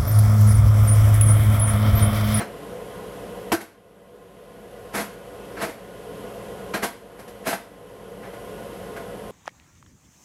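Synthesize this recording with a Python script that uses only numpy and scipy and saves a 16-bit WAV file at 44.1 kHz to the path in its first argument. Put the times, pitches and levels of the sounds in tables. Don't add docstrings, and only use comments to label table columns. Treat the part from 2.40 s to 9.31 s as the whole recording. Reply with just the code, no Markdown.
import sys
import numpy as np
from scipy import signal
from scipy.fft import rfft, irfft, next_fast_len
from scipy.io import wavfile
from scipy.ndimage import uniform_filter1d

SR = 44100
rng = np.random.default_rng(int(sys.argv[2]) if len(sys.argv) > 2 else 0)


def log_audio(samples):
    frames = np.atleast_2d(samples).T
    limited = np.clip(frames, -1, 1)
    pcm = np.round(limited * 32767).astype(np.int16)
    wavfile.write(sys.argv[1], SR, pcm)


N = 304731
TIME = np.arange(N) / SR


def from_db(db):
    return 10 ** (np.asarray(db) / 20)


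def at_hz(points, hz):
    f, value = np.transpose(points)
    return np.interp(np.log(np.maximum(hz, 1)), np.log(f), value)


def coloured(x, gain_at):
    size = next_fast_len(N)
    return irfft(rfft(x, size) * gain_at(np.arange(size // 2 + 1) * SR / size), size)[:N]


def machine(waver=0.11, waver_hz=1.07):
    # f/Hz, density/dB per Hz
    fan = [(20, -92), (32, -99), (66, -77), (76, -68), (104, -73), (129, -81), (146, -73.5), (320, -77.5),
           (560, -75.5), (860, -86), (1600, -80), (2400, -85.5), (4000, -91), (6500, -94.5), (12000, -94.5),
           (15500, -111)]
    # f/Hz, width/Hz, density/dB per Hz
    duct = [(168, 38, -68), (198, 37.5, -60.5), (260, 17, -78), (289.6, 16, -62.5), (341, 14, -66),
            (380, 22, -63.5), (433.6, 42, -59), (486, 33, -56), (562, 35.5, -59.5), (646, 32, -76),
            (678.5, 34, -62.5), (727, 23, -65), (799, 26, -68), (871, 4.4, -68), (944, 52, -70.5),
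            (1047, 43.5, -66.5), (1226, 155, -77), (1451, 25, -70.5), (1665, 42, -80.5), (1980, 49, -77),
            (2590, 23, -80), (3040, 530, -83.5)]
    # f/Hz, rms level/dB
    motor = [(45.5, -58), (52.8, -52), (104, -59), (111, -56), (119.7, -53.5), (175, -55.5), (431, -51),
             (490, -51.5), (569, -63), (689, -61.5), (1283, -83)]

    def fan_gain(hz):
        peaks = sum(from_db(db) ** 2 / (1 + 2 * ((hz - f) / width) ** 2) ** 2 for f, width, db in duct)
        return np.sqrt((from_db(at_hz(fan, hz)) ** 2 + peaks) * SR / 2)
    hum = coloured(rng.standard_normal(N), fan_gain)
    for hz, db in motor:
        drifts = rng.standard_normal((2, 200))
        swell, lag = (np.interp(2 * waver_hz * TIME, np.arange(200), drift) for drift in drifts)
        phase = 2 * np.pi * (hz * TIME + rng.random()) + 2 * waver * lag
        hum += from_db(db) * np.sqrt(2) * (1 + waver * swell) * np.sin(phase)
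    return hum


def envelope(t, rise, grind, sag_db_per_s=27, release_s=0.025):
    attack = np.minimum(t, 0) / rise
    letting_go = np.maximum(t - grind, 0) / release_s
    return np.exp(attack - letting_go) * from_db(-sag_db_per_s * np.clip(t, 0, grind))


def pressures(thud_lag_s=0.0017, grit_lag_s=0.0033):
    # thud/dB, clack/dB, grit/dB
    contacts = [ (0.003, -30, .004, 0.021, 1, 5.5, -7), (1.119, -13.5, 0.00064, 0.025, 15, 6.5, 3.5),
                (1.211, -19, 0.011, 0.0019, 3, -4, 2), (2.549, -21.5, 0.0077, 0.068, -0.5, 1.5, 2),
                (2.731, -42, 0.0054, 0.00083, -14, -19, 0), (3.174, -38, .008, 0.02, 3, 9, -14),
                (3.223, -23, 0.013, 0.026, 1.5, 3.5, -1), (3.293, -31.5, .014, .005, 10, -8, 0),
                (4.340, -21, 0.0023, 0.02, -2.5, 5, -3), (4.431, -15, 0.0051, 0.015, -6, 2.5, 2),
                (4.795, -35.5, 0.0089, .004, -14, 0, 1.5), (4.878, -39.5, .003, .002, -14, 5, 5),
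                (5.071, -20, 0.0087, 0.044, 4.5, 3, 4), (5.13, -16.5, .0035, 0.00077, 8.5, 2.5, -0.5),
                (5.838, -38.5, 0.017, .035, -15, -3, -15), (5.938, -41.5, 0.011, 0.0055, 6, -10, -4),
                (6.566, -35.5, .003, .004, 1, 3, -6)]
    power = np.zeros((4, N))
    for at, db, rise, grind, thud_db, clack_db, grit_db in contacts:
        near = slice(max(0, int((at - .5) * SR)), int((at + .5) * SR))
        t = TIME[near] - at
        push = envelope(t, rise, grind)
        weight = from_db(thud_db) * envelope(t - thud_lag_s, rise, grind, 200, release_s=0.0081)
        strike = from_db(clack_db) * push
        crunch = from_db(grit_db) * envelope(t - grit_lag_s, rise, grind)
        power[:, near] += (from_db(db) * np.array([push, weight, strike, crunch])) ** 2
    return np.sqrt(power)


def grains(spectrum, spread_db):
    clicks = rng.standard_normal(N) * from_db(spread_db * np.clip(rng.standard_normal(N), -2, 2))
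    clicks = coloured(clicks, lambda hz: from_db(at_hz(spectrum, hz)))
    return clicks / np.sqrt(np.mean(clicks ** 2) + 1e-20)


def ring(pressure, modes):
    force, ringing = pressure * rng.choice([-1, 1], N) + 1e-18, 0
    for hz, db, t60 in modes:
        radius, angle = from_db(-60 / (t60 * SR)), 2 * np.pi * hz / SR
        mode = signal.lfilter([1, 0, -1], [1, -2 * radius * np.cos(angle), radius ** 2], force)
        ringing += from_db(db) * np.sqrt((1 - radius ** 2) / 2) * mode
    return ringing / np.linalg.norm(from_db(np.array(modes)[:, 1]))


def bench_knock(push, weight):
    # f/Hz, relative density/dB
    clunk_spectrum = [(50, -29), (140, -7), (210, 2.5), (550, 2.5), (750, 1.5), (1100, -3), (2000, -1),
                      (3000, -12.5), (5000, -33), (15000, -38)]
    # f/Hz, level/dB, t60/s
    frame_modes = [(206, -1, 0.11), (253, -9, 0.32), (469.6, -3, 0.13), (668, -14, 0.082),
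                   (684.4, 0, 0.074), (735, -8, 0.11), (806, -6, 0.08), (944, -12.5, 0.2)]
    # f/Hz, level/dB, t60/s
    top_modes = [(104, -18.5, 0.073), (290, -33, 0.17), (339.4, 0, 0.082), (410, -31, 0.16),
                 (656, -4, 0.063)]
    clunk = from_db(-1.5) * push * grains(clunk_spectrum, spread_db=3.5)
    return clunk + from_db(-2.5) * ring(push, frame_modes) + from_db(-4) * ring(weight, top_modes)


def mould_clack(strike):
    # f/Hz, relative density/dB
    clack_spectrum = [(500, -39), (900, -0.5), (1400, 4), (2300, -0.5), (3000, -10), (4500, -19),
                      (7000, -36), (15000, -55)]
    # f/Hz, level/dB, t60/s
    mould_modes = [(1170, -10, 0.046), (1324, 1.5, 0.045), (1573, 7.5, 0.035), (1710, -5, 0.036),
                   (1880, -5, 0.06), (2120, -19, 0.059), (2450, -22, 0.094), (4100, -3, 0.086),
                   (4460, -7, 0.066), (5000, -13, 0.067), (5270, -8.5, 0.099), (6150, -34, 0.096)]
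    clack = from_db(-11.5) * strike * grains(clack_spectrum, spread_db=4)
    return clack + from_db(-11) * ring(strike, mould_modes)


def scale_crunch(crunch):
    # f/Hz, relative density/dB
    grit_spectrum = [(800, -46), (2200, -1), (3600, -0.5), (6000, -2), (8000, -3), (10000, -2.5),
                     (12500, -6.5), (14000, -15), (16000, -16)]
    return from_db(-9) * crunch * grains(grit_spectrum, spread_db=1)


def edge_ring(crunch):
    # f/Hz, level/dB, t60/s
    edge_modes = [(9240, -14, .12), (10310, -17, .12), (11500, -3, 0.17), (11400, -4, 0.13),
                  (12460, -12, 0.17), (13000, -11, .16)]
    return from_db(-23) * ring(crunch, edge_modes)


def workshop(direct, wet_db=-11, first_echo_s=0.012):
    # f/Hz, t60/s
    room_t60 = [(100, 0.54), (500, 0.27), (2000, 0.46), (8000, 0.34), (16000, 0.36)]
    t, tail = TIME[:SR], 0
    edges = np.geomspace(60, 16000, 9)
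    for low, high in zip(edges, edges[1:]):
        octave = signal.butter(2, [low, high], "band", fs=SR, output="sos")
        decay = from_db(-60 * t / at_hz(room_t60, np.sqrt(low * high)))
        tail += decay * signal.sosfilt(octave, rng.standard_normal(len(t)))
    tail *= t > first_echo_s
    return direct + from_db(wet_db) * signal.fftconvolve(direct, tail / np.linalg.norm(tail))[:N]


def scene():
    push, weight, strike, crunch = pressures()
    knocks = bench_knock(push, weight) + mould_clack(strike) + scale_crunch(crunch) + edge_ring(crunch)
    return (workshop(knocks) + machine())[None]


def gain_control(x, threshold_db=-22.5, knee_db=7.5, window_s=0.0067, attack_s=0.023):
    level = 10 * np.log10(np.abs(uniform_filter1d(x ** 2, int(window_s * SR))) + 1e-12)
    excess = knee_db * np.logaddexp(0, (level - threshold_db) / knee_db)
    recovery = 11.5 * TIME
    held = np.maximum.accumulate(excess + recovery, axis=-1) - recovery
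    pole = np.exp(-1 / (attack_s * SR))
    return x * from_db(-signal.lfilter([1 - pole], [1, -pole], held))


def record(dry, port_hz=11300, port_q=4.9, port_gain=0.92, ceiling=0.19, low_hz=30, top_hz=15720):
    x = dry + port_gain * signal.lfilter(*signal.iirpeak(port_hz, port_q, fs=SR), dry)
    x = gain_control(x)
    x = x / (1 + (x / ceiling) ** 8) ** (1 / 8)
    x = signal.sosfilt(signal.butter(2, low_hz, "high", fs=SR, output="sos"), x)
    return signal.sosfilt(signal.ellip(12, .2, 80, top_hz, fs=SR, output="sos"), x)


dry = scene()
out = record(dry)
log_audio(out)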